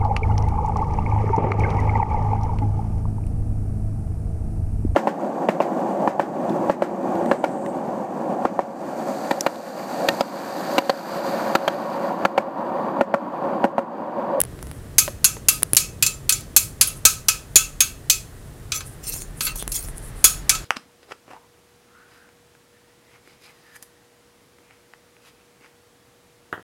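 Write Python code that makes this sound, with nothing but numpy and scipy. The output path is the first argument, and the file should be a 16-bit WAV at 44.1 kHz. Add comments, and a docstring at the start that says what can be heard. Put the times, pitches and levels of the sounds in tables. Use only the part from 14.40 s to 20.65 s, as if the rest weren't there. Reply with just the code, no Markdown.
"""Sharp steel blows ring out: a small hammer chips slag off a hollow steel bar on a workshop floor, then scrapes
along the weld. The bar is noise bursts through many short modes with a brief answer from the walls; the floor thuds.
Close to the microphone, dry ticks are crackle through resonances and a thin rustle is fine grains near 10 kHz;
hollow knocks and a short squeak are damped or narrow resonances. A machine fan and the street rumble below are
shaped noise. The loudest blows overload the recorder."""
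import sys
import numpy as np
from scipy import signal
from scipy.fft import rfft, irfft
from scipy.io import wavfile

SR = 44100
rng = np.random.default_rng(int(sys.argv[2]) if len(sys.argv) > 2 else 0)


def to_wav(sig):
    """Store sig (one row per channel, or 1-D mono) as 16-bit WAV at the path in sys.argv[1].

    Samples outside -1..1 are clipped; the rate is SR.
    """
    pcm = np.clip(np.atleast_2d(sig), -1, 1) * 32767
    pcm = np.round(pcm).astype(np.int16)
    wavfile.write(sys.argv[1], SR, pcm.T)  # frames by channels


N = 275488
TIME = np.arange(N) / SR
SILENCE = 1e-18   # tiny floor that keeps the filters away from zero


def from_db(db):
    """Gain of a level in dB."""
    return 10 ** (np.asarray(db) / 20)


def rms_one(x):
    """Scale to rms 1."""
    return x / np.sqrt(np.mean(x ** 2) + 1e-20)


def at_hz(points, hz):
    """Read a table of (Hz, value) on a log-frequency axis."""
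    table = np.array(points)
    return np.interp(np.log(hz), np.log(table[:, 0]), table[:, 1])


def coloured(spectrum):
    """Steady noise of a given spectrum; rms 1."""
    hz = np.maximum(np.fft.rfftfreq(N, 1 / SR), 1)
    white = rfft(rng.standard_normal(N))
    return rms_one(irfft(white * from_db(at_hz(spectrum, hz)), N))


def resonance(x, hz, width_hz):
    """Two-pole peak with gain of about 1 on top; a narrower width rings longer."""
    r = np.exp(-np.pi * width_hz / SR)
    numerator = [(1 - r * r) / 2, 0, (r * r - 1) / 2]
    denominator = [1, -2 * r * np.cos(2 * np.pi * hz / SR), r * r]
    return signal.lfilter(numerator, denominator, x)


def dying(t60):
    """Envelope falling 60 dB in t60 seconds, cut off after half a second."""
    return from_db(-60 * TIME[:SR // 2] / t60)


def swell(s, length, db, rise, fall):
    """Gain that rises to a level, holds it from s for length, and falls away, straight in dB."""
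    before = np.maximum(s - TIME, 0)
    after = np.maximum(TIME - s - length, 0)
    return from_db(db - rise * before - fall * after)


def wander(rate):
    """Random line through about rate knots per second, with spread 1 at the knots."""
    knots = np.arange(0, N / SR + 1, 1 / rate)
    return np.interp(TIME, knots, rng.standard_normal(2000)[:len(knots)])


def grit(per_s, spread_db):
    """Random clicks of uneven size and either sign; rms 1."""
    sizes_db = spread_db * np.minimum(rng.exponential(1, N), 5)
    sizes = from_db(sizes_db) * rng.choice([-1, 1], N)
    return rms_one(sizes * (rng.random(N) < per_s / SR))


def add(out, s, piece):
    """Mix a piece in at a time in seconds."""
    i = round(s * SR)
    out[i:i + len(piece)] += piece[:N - i]


# Background levels; the deep rumble swells late, the hum sags in the middle.
# Each row: time in seconds, deep rumble in dB, hum in dB.
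ROOM_LEVELS = [(0, -48, -37), (2, -47.5, -39), (3.299, -44, -42.5), (4.5, -48, -40.5), (4.9, -37, -40.5),
               (5.8, -37, -40), (6.25, -38.5, -38.5)]
# Level of the machine fan. Each row: time in seconds, level in dB.
FAN_LEVEL = [(0, -51.5), (1.5, -53.5), (4.2, -53.5), (5.2, -50.5), (6.25, -46)]
# Spectra of deep rumble, hum, fan and air. Each row: frequency in Hz, relative density in dB per Hz.
DEEP_SPECTRUM = [(8.8, -20), (15, 1.5), (43, 13), (70, -18), (90, -37), (120, -54), (200, -120)]
HUM_SPECTRUM = [(29, -39), (50, 0), (139, 0.5), (184, -8), (285, -11.5), (449, -13.5), (512, -17.5),
                (634, -19.5), (920, -30.5), (1200, -28), (1560, -54.5), (2640, -120)]
FAN_SPECTRUM = [(240, -31.5), (400, -7), (496, -11.5), (581, -7.5), (1010, -11), (1910, -10.5),
                (2240, -16.5), (6000, -25), (7800, -60.5), (13200, -120)]
AIR_SPECTRUM = [(1800, -17), (3000, -2.5), (5000, -3.5), (8000, 1.5), (10500, 1.5), (12600, -3.5),
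                (15500, -3.5), (16000, -25.5)]
AIR_DB = -55


def background():
    """Deep rumble, hum and fan as shaped noise with slowly changing levels, over steady air noise."""
    s, deep_db, hum_db = np.transpose(ROOM_LEVELS)
    deep = from_db(np.interp(TIME, s, deep_db)) * coloured(DEEP_SPECTRUM)
    hum = from_db(np.interp(TIME, s, hum_db)) * coloured(HUM_SPECTRUM)
    fan = from_db(np.interp(TIME, *np.transpose(FAN_LEVEL))) * coloured(FAN_SPECTRUM)
    air = from_db(AIR_DB) * coloured(AIR_SPECTRUM)
    return deep + hum + fan + air


# Puffs of thin rustle close to the microphone. Each row: start in seconds, length in seconds, level in dB.
RUSTLE_PUFFS = [(0.214, 0.17, -55), (1.27, 0.06, -55), (2.567, 0.0073, -43), (4.462, 0.019, -42),
                (4.522, 0.017, -51), (4.976, 0.033, -44.5), (5.291, .02, -40), (5.472, .025, -41.5),
                (5.573, 0.0096, -42.5), (5.631, 0.059, -45), (5.764, 0.06, -48.5)]
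RUSTLE_RISE_DB_PER_S, RUSTLE_FALL_DB_PER_S = 800, 602


def rustle():
    """Fine grains pass twice through a broad resonance near 10 kHz and come in puffs."""
    grains = resonance(resonance(grit(7000, 2.9), 9680, 3400), 9680, 3400)
    puffs = sum(swell(*row, RUSTLE_RISE_DB_PER_S, RUSTLE_FALL_DB_PER_S) for row in RUSTLE_PUFFS)
    return puffs * rms_one(grains)


# Dull knocks on something hollow. Each row: time in seconds, peak in dB, low resonance in Hz.
KNOCKS = [(0.679, -11.5, 566), (0.968, -25, 426)]


def knocks():
    """A tap and a little crackle excite a damped low resonance, its overtone and a broad band above."""
    out = np.zeros(N)
    grains = rng.standard_normal((len(KNOCKS), 4000))
    grains[:, 0] = 13.0   # the tap
    for (s, db, hz), grain in zip(KNOCKS, grains):
        puff = grain * dying(0.04)[:4000]
        above = resonance(resonance(puff, 1400, 1600), 1400, 1600)
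        overtone = resonance(puff, 1.71 * hz, 160)
        body = resonance(puff, hz, 69) + 0.17 * overtone + 0.034 * above
        add(out, s, from_db(db) * body / np.max(np.abs(body)))
    return out


# Dry ticks near the microphone.
# Each row: time in seconds, crackle drive in dB, low push in dB relative to that drive.
TICKS = [(0.0034, 3.5, -29), (0.0149, 7, -38), (0.0368, -13.5, -19), (0.0515, -26, -13), (0.191, -42.5, 4),
         (0.2276, -16.5, -16), (0.27, -28, -11.5), (0.3143, -21.5, -13), (1.2241, -15, -17),
         (1.2314, 7, -29), (1.3336, 8, -25.5), (1.349, -2, -37), (1.3572, -10, -31), (2.009, -21, -34),
         (4.5116, -40, -15), (4.7404, -15.5, -20.5), (4.7621, -23, -15.5), (4.82, -19, -22),
         (4.9082, -35, -23), (5.2255, -12.5, -17), (5.278, -6.5, -24.5), (5.4864, -22.5, -14),
         (5.581, -19.5, -40)]
# Resonances that colour the crackle. Each row: frequency in Hz, width in Hz, level in dB.
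TICK_RESONANCES = [(2800, 1100, -12), (7040, 9400, -11.5), (10250, 840, 5.5), (14000, 3000, -30)]


def ticks():
    """A few milliseconds of dying crackle through broad resonances, with a soft low push."""
    crack, push = np.full(N, SILENCE), np.full(N, SILENCE)
    grains = rng.standard_normal((len(TICKS), 400))
    grains[:, 0] = 0.97   # a set first click
    for (s, db, low_db), grain in zip(TICKS, grains):
        add(crack, s, from_db(db) * grain * dying(0.005)[:400])
        add(push, s, from_db(db + low_db + 25.5) * np.ones(1))
    bright = sum(from_db(db) * resonance(crack, hz, width) for hz, width, db in TICK_RESONANCES)
    return bright + resonance(push, 460, 800) + 3.23 * resonance(push, 150, 380)


SQUEAK_S, SQUEAK_LENGTH_S, SQUEAK_DB = 5.195, 0.032, -40
SQUEAK_HZ, SQUEAK_WIDTH_HZ = 3400, 450


def squeak():
    """The hammer edge catches and squeaks: grains through one narrow resonance."""
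    grains = resonance(grit(3000, 3.4), SQUEAK_HZ, SQUEAK_WIDTH_HZ)
    return swell(SQUEAK_S, SQUEAK_LENGTH_S, SQUEAK_DB, 900, 980) * rms_one(grains)


# Hammer blows and rebounds, played by the floor here and by the bar below; where the hammer lands tips the balance.
# Each row: time in seconds, drive in dB, then offsets of the lowest, low and top modes in dB,
# and floor thud drive in dB.
BLOWS = [(0.5823, -3, 2, 1.5, 4, -46), (0.8436, -3.5, 3, -1, -2.5, -34), (1.0849, -3.5, 2, 1, 3, -31),
         (1.3668, 0, -4.5, -1.5, -5, -48), (1.4016, -31.5, 3, -13, 13.5, -42),
         (1.625, -7, 4, 4.5, 0.5, -58), (1.6636, -8.5, -6, -3.5, -3.5, -50),
         (1.8928, -7.5, 1.5, 5, 1.5, -53), (1.923, -9, -5, -4.5, -6, -46),
         (2.1638, -1, -0.5, -2.5, 3.5, -24.5), (2.411, -3.5, 5, 4, 0, -54), (2.4725, -24.5, -14, 3, 9, -58),
         (2.652, 3, -4, -1, -0.5, -16.5), (2.8842, -4, 4.5, 2, -3, -36), (3.1572, 1, -1.5, 1, -0.5, -17),
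         (3.4048, -6.5, 2, 6.5, 3, -33.5), (3.6986, -1.5, -13, 0.5, -1, -28),
         (4.3193, -15, 5, 5.5, -13, -42), (4.4058, -32.5, 26, 12, -8, -60), (5.0067, -18, 10.5, 8, -5, -38),
         (5.068, -26, 21, 13, -5, -50), (5.1574, -34, 13, 1, 11, -36.5), (5.3187, -19, -16, -5, 1, -53),
         (5.8418, 1.5, 1.5, 0, 2, -28), (6.094, -3.5, 3, 2.5, -3.5, -31), (6.1498, -22, 19.5, 7, -9, -43)]
BUMP_DB, BUMP_HZ, BUMP_WIDTH_HZ = 44.5, 35, 43   # low bump, its drive over the thud's


def thuds():
    """The floor under the bar takes each blow as a short dull puff with a low bump."""
    puffs, push = np.full(N, SILENCE), np.full(N, SILENCE)
    grains = rng.standard_normal((len(BLOWS), 1500))
    for row, grain in zip(BLOWS, grains):
        s, thud_db = row[0], row[-1]
        add(puffs, s, from_db(thud_db + 16) * grain * dying(0.031)[:1500])
        add(push, s, from_db(thud_db + BUMP_DB) * np.ones(1))
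    dull = resonance(resonance(puffs, 372, 690), 371, 690)
    return dull + resonance(push, BUMP_HZ, BUMP_WIDTH_HZ)


# Decay of the tail in the walls. Each row: frequency in Hz, time to fall 60 dB in seconds.
TAIL_T60 = [(600, 0.41), (1500, 0.25), (4000, 0.28), (9000, 0.27), (15000, 0.23)]
CLANG_DB = -8.5   # all blows on the bar
CHATTER_T60_S, TAIL_DB = 0.048, -14   # rattle on the floor, then the tail's level relative to it
REBOUND_WITHIN_S, REBOUND_TAIL_DB = .1, -21.5   # a rebound rests on the bar and leaves less tail


def blow_envelopes(hz):
    """In one band, each blow starts a fast-dying chatter and a tail that builds up and dies slower."""
    chatter, echo = np.full(N, SILENCE), np.full(N, SILENCE)
    gaps_s = np.diff(np.array(BLOWS)[:, 0], prepend=0)
    tails_db = np.where(gaps_s < REBOUND_WITHIN_S, REBOUND_TAIL_DB, TAIL_DB)
    build_up = 1 - dying(0.022 * np.sqrt(4000 / hz))
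    tail = dying(at_hz(TAIL_T60, hz)) * build_up
    for (s, db, lowest_db, lows_db, tops_db, _), tail_db in zip(BLOWS, tails_db):
        balance = [(1300, lowest_db), (2600, lows_db), (4000, lows_db), (6700, 0), (11000, tops_db)]
        level = from_db(db + CLANG_DB + at_hz(balance, hz))
        add(chatter, s, level * dying(CHATTER_T60_S))
        add(echo, s, level * from_db(tail_db) * tail)
    return chatter, echo


# The hammer edge skids over the weld.
# Each row: start in seconds, length in seconds, drive in dB, brightness tilt in dB.
SCRAPES = [(4.345, .016, -22.5, 3), (4.636, 0.0056, -28.5, -2), (4.674, 0.02, -21, 4.5),
           (4.728, 0.036, -27, 4), (4.776, 0.048, -33, 7), (5.015, 0.037, -30, 9),
           (5.053, 0.035, -22.5, -5.5), (5.153, .055, -37.5, 14), (5.348, 0.02, -20, 3.5),
           (5.382, 0.068, -36, 8)]
SCRAPE_RISE_DB_PER_S, SCRAPE_FALL_DB_PER_S = 1492, 448


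def scrape_force(hz, grains, skids):
    """In one band, the rubbing edge gives grains whose colour shifts along the weld."""
    lean = np.clip(np.log2(hz / 6500) / 1.03, -1.5, .6)   # how far brightness lifts this band
    pressed = from_db(lean * np.array(SCRAPES)[:, 3]) @ skids
    return grains * pressed * from_db(-11.5 + 3.8 * wander(33))


# Modes of the bar that stand out, damped by the floor.
# Each row: frequency in Hz, width in Hz, gain over the dense modes in dB.
BAR_MODES = [(1259, 28, 12), (1297, 22, 12), (1523, 35, 4), (2277, 35, 5), (2545, 26, 13), (2625, 18, 12),
             (2697, 22, 11), (3404, 30, 9), (4000, 30, 8), (4345, 30, 9), (4445, 30, 10), (4840, 35, 7),
             (5410, 35, 7), (5880, 35, 8), (6055, 22, 11), (6234, 20, 10), (6482, 35, 12), (6760, 38, 12),
             (6982, 30, 10), (7290, 30, 11), (7565, 35, 7), (8377, 45, 9), (8780, 35, 9), (9565, 45, 7),
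             (10200, 45, 10), (10840, 60, 8), (11440, 60, 6), (12941, 40, 6)]
# Dense modes and their echo off the walls. Each row: frequency in Hz, relative density in dB per Hz.
CLANG_SPECTRUM = [(410, -23), (700, -30), (1090, -21), (1280, -8), (1660, -16), (2560, -4), (2990, -7),
                  (6570, -1.5), (11500, -3), (14200, -6.5), (16000, -39)]
# How the standing-out modes are fed; the low ones bloom late.
# Each row: frequency in Hz, feed from the chatter in dB, feed from the tail in dB.
MODE_FEED = [(1323, -38.5, 8), (2600, -6, -1.5), (5330, -3, -5.5), (12000, 2.5, -1.5)]
RUB_INTO_MODES_DB = -5


def bar():
    """Blows and rubbing feed, band by band, the bar's dense modes and the resonances that stand out."""
    edges = 500 * 2 ** np.arange(0, 5.3, 1 / 3)   # third-octave bands, Hz
    white, out = rng.standard_normal((2, N)), np.zeros(N)
    feed = np.array(MODE_FEED)
    latest_blow = np.maximum(np.searchsorted(np.array(BLOWS)[:, 0], TIME) - 1, 0)
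    # each blow favours other modes
    favours = from_db(4.24 * rng.standard_normal((len(BLOWS), len(BAR_MODES))))
    skids = np.array([swell(*row[:3], SCRAPE_RISE_DB_PER_S, SCRAPE_FALL_DB_PER_S) for row in SCRAPES])
    rub_grains = grit(3600, 3.5)
    reference = np.sqrt(3000) * from_db(at_hz(CLANG_SPECTRUM, 6180))
    for k, (low, high) in enumerate(zip(edges, edges[1:])):
        hz = np.sqrt(low * high)
        noise = white[k % 2]   # neighbouring bands get separate noise
        chatter, echo = blow_envelopes(hz)
        rubs = scrape_force(hz, rub_grains, skids)
        dense = noise * np.hypot(chatter, echo) + rubs
        band = signal.butter(2, [low, high], "band", fs=SR, output="sos")
        answer = signal.sosfilt(band, dense)
        from_chatter = from_db(at_hz(feed[:, :2], hz)) * chatter
        from_tail = from_db(at_hz(feed[:, ::2], hz)) * echo
        force = noise * np.hypot(from_chatter, from_tail) + from_db(RUB_INTO_MODES_DB) * rubs
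        for m, (mode_hz, width_hz, db) in enumerate(BAR_MODES):
            if low <= mode_hz < high:
                answer += from_db(db) * resonance(favours[latest_blow, m] * force, mode_hz, width_hz)
        out += from_db(at_hz(CLANG_SPECTRUM, hz)) * np.sqrt(SR / 2) / reference * answer
    return out


def scene():
    """All sources at one microphone."""
    return (bar() + squeak() + thuds() + ticks() + knocks() + rustle() + background())[None]


CUTOFF_HZ = 16800


def record(dry):
    """The recorder clips at 0.9 of full scale, then a steep low-pass cuts the top."""
    cut = signal.cheby2(14, 55, CUTOFF_HZ, fs=SR, output="sos")
    return signal.sosfilt(cut, np.clip(dry, -.9, .9))


dry = scene()
out = record(dry)
to_wav(out)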